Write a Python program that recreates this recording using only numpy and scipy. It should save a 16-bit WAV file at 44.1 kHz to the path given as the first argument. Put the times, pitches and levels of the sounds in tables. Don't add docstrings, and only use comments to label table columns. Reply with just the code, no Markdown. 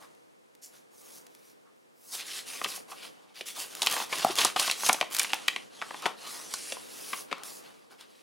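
import sys
import numpy as np
from scipy import signal
from scipy.fft import rfft, irfft, next_fast_len
from scipy.io import wavfile
from scipy.ndimage import uniform_filter1d

SR = 44100
rng = np.random.default_rng(int(sys.argv[2]) if len(sys.argv) > 2 else 0)


def persist_wave(psi):
    counts = np.round(np.clip(psi, -1, 1) * 32767).astype(np.int16)
    wavfile.write(sys.argv[1], SR, np.atleast_2d(counts).T)


N = 362502
TIME = np.arange(N) / SR
BINS = np.fft.rfftfreq(next_fast_len(N, real=True), 1 / SR)
MS = np.arange(2048) * 1000 / SR
ROOM_T60_S = 0.25

# (time [s], spread of slip sizes [dB per unit of size],
# pitch of the rubbed curl [Hz], sheen of the top treble [dB])
CRUMPLE = [(0.65, 2.5, 6540, 7.5), (2.0, -1.5, 5270, 17), (2.22, 1.5, 3020, 1), (2.55, 1.5, 2430, 4.5),
           (3.45, 2, 3250, 8), (4.5, 2.5, 3310, 1.5), (4.85, 2, 6400, 5), (5.15, 8.5, 3070, 10),
           (5.45, -2.5, 2610, -10), (6.35, -2.5, 4200, 5), (6.55, -0.5, 9200, -6), (7.1, -1.5, 10300, 11),
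           (7.9, 0.5, 4770, 7)]


def amp(db):
    return 10 ** (np.asarray(db) / 20)


def unit(x):
    return x / np.sqrt(np.mean(x ** 2) + 1e-20)


def blow(x, db):
    return amp(db) * x / np.sqrt(np.sum(x ** 2) * 1000 / SR)


def read(points, hz):
    f, value = np.transpose(points)
    return np.interp(np.log(hz + 1), np.log(f + 1), value)


def colour(x, gain):
    padded = next_fast_len(N, real=True)
    return irfft(rfft(x, padded) * gain, padded)[:N]


def band(x, low_hz, high_hz, order=2):
    edges = np.clip([low_hz, max(high_hz, low_hz + 20)], 20, SR / 2 - 100)
    return signal.sosfilt(signal.butter(order, edges, "band", fs=SR, output="sos"), x)


def whiten(x, order):
    z = np.fft.fft(x)
    power = abs(uniform_filter1d(abs(z) ** 2, size=order, mode="wrap"))
    log_gain = .5 * np.log(power + 1e-12)
    return np.fft.ifft(z * np.exp(-signal.hilbert(log_gain).conj())).real


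def wander(rate_hz):
    return unit(colour(rng.standard_normal(N), 1 / (1 + (BINS / rate_hz) ** 2)))


def add(mix, s, sound):
    part = mix[max(round(s * SR), 0):][:len(sound)]
    part += sound[:len(part)]


def overlay(at, grains):
    places = at[:, None] + np.arange(grains.shape[1])
    return np.bincount(places.ravel(), grains.ravel(), N)[:N]


def air(level_db=-57):
    # (frequency [Hz], level [dB per Hz])
    still_air = [(50, -28), (150, -3), (280, 2.5), (390, 2.5), (480, 5.5), (620, -0.5), (2500, -9),
                 (10000, -13.5), (15500, -26)]
    # (frequency [Hz], side against mid [dB])
    air_width = [(700, 10), (2500, 5.5), (6000, -6)]
    mid, side = (unit(colour(rng.standard_normal(N), amp(read(still_air, BINS)))) for _ in range(2))
    side = colour(side, amp(read(air_width, BINS)))
    return amp(level_db) * np.array([mid + side, mid - side])


def effort(attack_s=0.03, attack_share=0.049, release_s=0.024, arch_db=0.1):
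    # (start [s], length [s], crinkle [dB], growth from start to end [dB],
    # surface hiss against crinkle [dB], flexing against crinkle [dB])
    strokes = [(0.0, 0.084, -55, -31, 0.5, 5), (0.611, 0.028, -50, 5, 12.5, -20),
               (0.704, 0.076, -54.5, -2, 3.5, -4), (0.9, 0.28, -59, 6, 10, -4),
               (1.261, 0.24, -64, 15.5, 4.5, -4.5), (1.648, 0.054, -68.5, -6, -13.5, 17),
               (1.925, 0.2, -63.5, 28, 12, -3.5), (2.108, 0.046, -36.5, 4, 9, -7),
               (2.163, 0.033, -33.5, 8.5, -5, -13), (2.23, 0.16, -38, 2, 0.5, -13.5),
               (2.451, 0.18, -43, -7, 3, -8), (2.65, 0.11, -44, -1, 5, -7), (2.867, 0.052, -52, 6, 6, 5.5),
               (2.938, 0.12, -47.5, 7, -3, -6.5), (3.09, 0.22, -61.5, 9, -7, -0.5),
               (3.338, 0.062, -39.5, -2, -4, -13), (3.453, 0.058, -34.5, -15.5, 2.5, -13.5),
               (3.541, 0.09, -38.5, 2, 2.5, -4), (3.665, 0.21, -48, 11, 4, -2.5),
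               (3.823, 0.092, -36, 4, -0.5, -7), (3.895, .13, -36.5, -1.5, 2.5, 1.5),
               (4.084, 0.23, -37, 0.5, -0.5, -3.5), (4.356, 0.11, -28.5, -5, -3, -5),
               (4.555, 0.17, -32.5, -8.5, -1, -8), (4.744, 0.13, -42.5, 15.5, 5, -6),
               (4.908, 0.15, -48, -19, -1, 0.5), (5.09, 0.14, -38.5, 7.5, 1, -7),
               (5.257, 0.41, -50, -14.5, -1.5, -6), (5.688, 0.31, -49, 5, -1, -4),
               (6.008, 0.1, -43, -10, -5.5, 4.5), (6.146, 0.13, -48.5, 16.5, -2.5, -3.5),
               (6.267, 0.28, -48.5, -8.5, 4.5, -3.5), (6.485, 0.24, -46, 0, 5, -13.5),
               (6.683, 0.22, -52, -4.5, 2, -7.5), (6.873, 0.33, -49, 6, 4, -6),
               (7.266, 0.2, -51.5, -1, -14, 1.5), (7.43, 0.17, -53, -11.5, 8, -4.5),
               (7.608, 0.26, -56, -12, -4.5, -1), (7.892, 0.025, -46, 1, -3, 4.5),
               (7.974, 0.05, -43, -2.5, -7.5, -10.5), (8.06, 0.18, -55, -1, -2.5, -8)]
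    # (flexing [dB], crinkle [dB], surface hiss [dB])
    resting = (-73, -82.5, -71.5)
    power = amp(resting)[:, None] ** 2 * np.ones(N)
    for start, length, level_db, growth_db, hiss_db, flex_db in strokes:
        t = np.arange(0, length + 10 * release_s, 1 / SR)
        attack = np.minimum(t / (attack_s + attack_share * length), 1)
        release = np.exp(-np.maximum(t - length, 0) / release_s)
        progress = np.minimum(t / length, 1)
        arch = arch_db * (np.sin(np.pi * progress) - 2 / np.pi)
        hold_db = level_db + growth_db * (progress - .5) + arch
        for track, gain in zip(power, amp(hold_db + np.array([[flex_db], [0], [hiss_db]]))):
            add(track, start, (attack * gain * release) ** 2)
    return np.sqrt(power)


def slips(per_s, spread_db, chance, size, grain_ms=0.4):
    at = np.flatnonzero(chance < per_s / SR)
    ms = np.arange(56) * 1000 / SR
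    scratches = rng.standard_normal((len(at), len(ms))) * np.exp(-ms / grain_ms)
    train = overlay(at, scratches * amp(spread_db * size)[at, None])
    return train / np.sqrt(abs(uniform_filter1d(train ** 2, size=1500)) + 1e-9)


def catches(per_s=55, relax_s=0.0055):
    jumps = rng.random(N) * (rng.random(N) < per_s / SR)
    tension = signal.lfilter([1], [1, -np.exp(-1 / (relax_s * SR))], jumps)
    return np.minimum(tension - tension.mean(), 1)


def bending(x, curl_db=4, curl_octaves=0.063, sway_octaves=0.087, patchy_db=2.2, sheen_hz=12000):
    # (frequency [Hz], width [Hz], boost [dB])
    sheet_modes = [(720, 74, 1), (1150, 92, 2.5)]
    hz, t, z = signal.stft(x, SR, nperseg=1024, noverlap=768)
    s, _, curl_hz, sheen_db = np.transpose(CRUMPLE)
    swayed = (hz[:, None] + 1) * 2 ** (sway_octaves * np.interp(t, TIME, wander(8.7)))
    octaves_off = np.log2(swayed / np.interp(t, s, curl_hz))
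    curl = curl_db * np.exp(-.5 * (octaves_off / curl_octaves) ** 2)
    sheet = sum(db / (1 + (2 * (swayed - centre) / width) ** 2) for centre, width, db in sheet_modes)
    sheen = np.interp(t, s, sheen_db) * (1 - 1 / (1 + (hz[:, None] / sheen_hz) ** 10))
    patches = uniform_filter1d(rng.standard_normal(z.shape), size=8, axis=0)
    patches = unit(uniform_filter1d(patches, size=6, axis=1))
    bent = z * amp(curl + sheet + sheen + patchy_db * patches)
    return signal.istft(bent, SR, nperseg=1024, noverlap=768)[1][:N]


def rubbing(gains, flex_hz=1480, hiss_hz=4900, judder_db=6, drift_db=2.4, flat_share=0.32, catch_per_db=0.15):
    # (frequency [Hz], level [dB per Hz])
    film_colour = [(60, -41), (135, -12.5), (300, -7), (1100, 1.5), (1500, -1), (2800, 4.5), (4600, 3.5),
                   (8000, -2), (10500, -0.5), (13000, -12), (16000, -15.5)]
    flex_gain, crinkle_gain, hiss_gain = gains
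    spread_db = np.interp(TIME, *np.transpose(CRUMPLE)[:2])
    chance, size = rng.random(N), np.minimum(rng.exponential(1, N), 5)
    film = amp(read(film_colour, BINS))
    above_flex, above_crinkle = (1 - 1 / (1 + (BINS / hz) ** 12) for hz in (flex_hz, hiss_hz))
    judder = judder_db * catches()
    catching = np.clip(flat_share + catch_per_db * spread_db, .2, 1.3)

    def part(gain, share, per_s):
        sound = unit(colour(slips(per_s, spread_db, chance, size), film * np.sqrt(share)))
        return sound * gain * amp(catching * (judder + drift_db * wander(25)))

    flex = part(flex_gain, 1 - above_flex, per_s=2000)
    crinkle = part(crinkle_gain, above_flex * (1 - above_crinkle), per_s=4500)
    hiss = part(hiss_gain, above_crinkle, per_s=6500)
    return bending(flex + crinkle + hiss)


def crackle(crinkle_gain, level_db=-4.0, per_s=170, spread_db=4.0, low_hz=1100, high_hz=8000, cycles=1.6,
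            crumple_gain=2.5, crumpled_db=3.0):
    t = np.arange(512) / SR
    chance, place, size = rng.random(N), rng.random(N), np.minimum(rng.exponential(1, N), 3)
    at = np.flatnonzero(chance < per_s / SR)
    hz = low_hz * (high_hz / low_hz) ** place[at, None]
    strength = amp(spread_db * size[at, None]) * np.sqrt(hz)
    rings = strength * np.sin(2 * np.pi * hz * t) * np.exp(-hz * t / cycles)
    train = overlay(at, rings)
    flatness_db = np.minimum(np.interp(TIME, *np.transpose(CRUMPLE)[:2]) - crumpled_db, 0)
    return unit(band(train, 450, 15000)) * crinkle_gain * amp(level_db + crumple_gain * flatness_db)


def ticks(run_ms=1.9, low_hz=1500, high_hz=11000):
    # (time [s], level of the burst as one millisecond [dB])
    clicks = [(0.11, -56), (0.15, -49), (0.551, -39.5), (0.645, -44), (1.267, -38), (1.35, -38),
              (2.64, -27), (3.751, -27.5), (3.863, -18), (3.899, -26), (3.913, -21), (3.925, -19.5),
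              (4.184, -26), (4.247, -22.5), (4.355, -24.5), (4.407, -21), (4.864, -21.5), (5.129, -32),
              (5.14, -30), (5.148, -20.5), (5.166, -23), (5.187, -19.5), (5.215, -28.5), (5.343, -26),
              (5.48, -25), (6.023, -35), (7.382, -43), (7.435, -29.5)]
    out = np.zeros(N)
    for (s, db), noise in zip(clicks, rng.standard_normal((len(clicks), len(MS)))):
        burst = whiten(noise * abs(noise) * np.exp(-MS / run_ms), order=70)
        add(out, s, blow(band(burst, low_hz, high_hz, order=1), db))
    return out


def snaps(pop_ring_ms=1.4, crack_ring_ms=0.46, shiver_db=-21, shiver_ms=8, flap_db=-15, flap_ms=5,
          partner_ratio=0.73, partner_db=-6, crack_span=1.79, splash_db=-12, rise_share=0.11,
          tick_db=-10.5, tick_reference_hz=3090, tick_db_per_octave=19):
    # (time [s], pop [dB], pop pitch [Hz],
    # crack [dB], crack pitch [Hz], time the crease runs [ms])
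    creases = [(2.615, -22.5, 1170, -25, 1885, 1.4), (2.643, -23, 1180, -17.5, 3000, 5),
               (2.657, -30, 400, -26, 2080, 5.5), (2.777, -38, 800, -44, 2200, 2.2),
               (2.916, -28.5, 1110, -34, 2760, 9.9), (3.409, -25.5, 440, -19, 2820, 3.6),
               (3.819, -24.5, 910, -13, 3470, 2.7), (3.829, -23, 1100, -20.5, 4300, 3.1),
               (3.87, -22, 1090, -10, 2940, 1.7), (3.965, -21.5, 890, -22.5, 1640, 0.64),
               (4.125, -22, 1050, -18, 2240, 9.9), (4.385, -22, 1100, -12.5, 3450, 6.6),
               (4.413, -30, 1000, -16.5, 3250, 3.6), (4.448, -18.5, 1040, -15.5, 5100, 2.9),
               (4.561, -15.5, 1130, -18.5, 2860, 6.7), (4.596, -26, 1070, -17, 4670, 7.8),
               (4.677, -23, 1040, -23, 3300, 2.9), (4.698, -29, 1070, -16.5, 2640, 1.5),
               (4.7124, -37, 1030, -17, 3900, 1.3), (4.833, -23, 1140, -31, 2200, 1.3),
               (4.889, -18, 900, -19, 5100, 2), (4.894, -9, 1030, -10.5, 2340, 3.2),
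               (4.929, -29, 830, -21.5, 5840, 2), (4.943, -24.5, 800, -24.5, 2500, 2),
               (5.012, -17, 830, -14.5, 2520, 1.04), (5.026, -22, 1000, -27, 2190, 1.2),
               (5.195, -44, 1130, -18, 5270, 1.9), (5.197, -41.5, 1120, -17.5, 2300, 2.2),
               (5.246, -32.5, 1000, -23, 2200, 1.4), (5.333, -19.5, 930, -14.5, 2640, 0.97),
               (5.482, -23.5, 1090, -10.5, 2640, 2), (5.562, -27.5, 1100, -20, 2300, 0.77),
               (5.816, -27, 1150, -24, 2080, 0.74), (5.822, -21, 1230, -21.5, 1720, 2.6),
               (5.908, -25, 1060, -30, 1700, 1.3), (5.943, -27, 960, -31, 1900, 3.9),
               (6.056, -19.5, 930, -16, 2160, 4), (6.061, -12.5, 1144, -19, 3150, 5),
               (6.538, -27, 1520, -23, 4560, 2.9), (6.722, -27.5, 527, -24, 3050, 2.3),
               (6.769, -32.5, 950, -52, 2220, 0.48), (7.131, -22, 1090, -22.5, 2280, 5.7),
               (7.313, -23.5, 500, -23.5, 2200, 8.2), (7.327, -17.5, 1340, -19, 2370, 1.25),
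               (8.009, -39, 1370, -33, 3640, 2.3)]
    out = np.zeros(N)
    draws = rng.standard_normal((len(creases), 4, len(MS)))

    def ring(x, hz, decay_ms):
        response = np.exp(-MS / decay_ms) * np.cos(2 * np.pi * hz * MS / 1000)
        return signal.fftconvolve(x, response)[:len(MS)]

    for (s, pop, pop_hz, crack, crack_hz, run_ms), noise in zip(creases, draws):
        run = MS / max(run_ms, .2)
        dying = (1 - np.exp(-run / rise_share)) * np.exp(-run)
        dying = dying + amp(shiver_db) * np.exp(-MS / shiver_ms)
        burst = [whiten(row * abs(row) * dying, order=34) for row in noise[:3]]
        partner = amp(partner_db) * ring(burst[2], partner_ratio * pop_hz, pop_ring_ms)
        bulge = ring(burst[0], pop_hz, pop_ring_ms) + partner
        bulge = blow(band(bulge, 0.32 * pop_hz, 1400), pop)
        fold = ring(burst[1], crack_hz, crack_ring_ms) + 4 * burst[1]
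        fold = blow(band(fold, crack_hz / crack_span, crack_hz * crack_span, order=3), crack)
        splash = blow(band(burst[0], 2000, 6400), crack + splash_db)
        tick = crack + tick_db + tick_db_per_octave * np.log2(crack_hz / tick_reference_hz)
        edge = blow(band(burst[2], 5560, 11100), tick)
        flap = whiten(noise[3] * np.exp(-MS / flap_ms), order=12)
        flap = blow(band(flap, 180, 560), pop + flap_db)
        add(out, s, bulge + fold + splash + edge + flap)
    return out


def buckles(swell_ms=1.55, low_hz=135):
    # (time [s], level [dB], tautness as a factor on pitch [1])
    flips = [(4.247, -9, 1), (4.266, -22, 1.05), (4.297, -28, 0.49)]
    # (frequency at tautness one [Hz], level [dB])
    bulge_modes = [(270, -13.5), (745, -0.5), (1200, -8)]
    out = np.zeros(N)
    for s, db, taut in flips:
        ms = MS * taut
        modes = sum(amp(level) * np.sin(2 * np.pi * hz * ms / 1000) for hz, level in bulge_modes)
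        add(out, s, amp(db) * modes * ms / swell_ms * np.exp(1 - ms / swell_ms))
    return band(out, low_hz, 6000, order=4)


def reflections(t60_s, first_s):
    t = np.arange(SR // 2) / SR
    taps = rng.standard_normal(len(t)) * (rng.random(len(t)) < .15) * (t > first_s)
    return whiten(taps * amp(-60 * t / t60_s), order=50)


def space(x, width, room_db, desk=0.097, half_turns_per_s=4.3, count=3):
    lag = round(.0026 * SR)
    x = x + desk * np.pad(x, (lag, 0))[:N]
    mid, side = x, 0
    for k in range(count):
        facing = x * np.sqrt(2 / count) * np.cos(np.pi * (half_turns_per_s * TIME + k / count))
        mid = mid + amp(room_db) * signal.oaconvolve(facing, reflections(ROOM_T60_S, 0.0036))[:N]
        scatter = reflections(0.017, 0) + .5 * reflections(ROOM_T60_S, 0)
        side = side + signal.oaconvolve(facing, scatter / np.linalg.norm(scatter))[:N]
    side = colour(side, amp(read(width, BINS)))
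    return np.array([mid + side, mid - side])


def scene(rubbing_db=-3.0):
    # (frequency [Hz], side against mid [dB])
    rubbing_side = [(200, -7), (900, -8.5), (3500, -16.5), (7500, -30), (12500, -3)]
    # (frequency [Hz], side against mid [dB])
    snap_side = [(200, -8), (1000, -17.5), (3000, -15), (7500, -18), (12500, -6.5)]
    # (time [s], left against right [dB])
    swing = [(5.9, 0.4), (6.06, 3.5), (6.5, -0.5), (7.3, 4)]
    gains = effort()
    film = rubbing(gains) + crackle(gains[1])
    sliding = amp(rubbing_db) * space(film, rubbing_side, room_db=-9.0)
    snapping = space(snaps() + ticks() + buckles(), snap_side, room_db=-11.5)
    left_db = np.interp(TIME, *np.transpose(swing))
    return sliding + snapping * amp([left_db / 2, -left_db / 2]) + air()


def gate(x, threshold_db=-51.0, depth_db=12, open_s=0.3, close_s=0.17):
    hop = 220
    level_db = 10 * np.log10(abs(uniform_filter1d(x.mean(0) ** 2, size=900))[::hop] + 1e-12)
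    opening = [.5]
    for wanted in np.clip((level_db - threshold_db) / 2, 0, 1):
        lag_s = open_s if wanted > opening[-1] else close_s
        opening.append(opening[-1] + (wanted - opening[-1]) * hop / SR / lag_s)
    return x * amp(depth_db * (np.interp(TIME, TIME[::hop], opening[1:]) - 1))


def record(dry, edge_hz=16000):
    low_pass = signal.firwin(511, edge_hz, window=("kaiser", 9), fs=SR)
    return signal.oaconvolve(gate(dry), low_pass[None], "same")


dry = scene()
out = record(dry)
persist_wave(out)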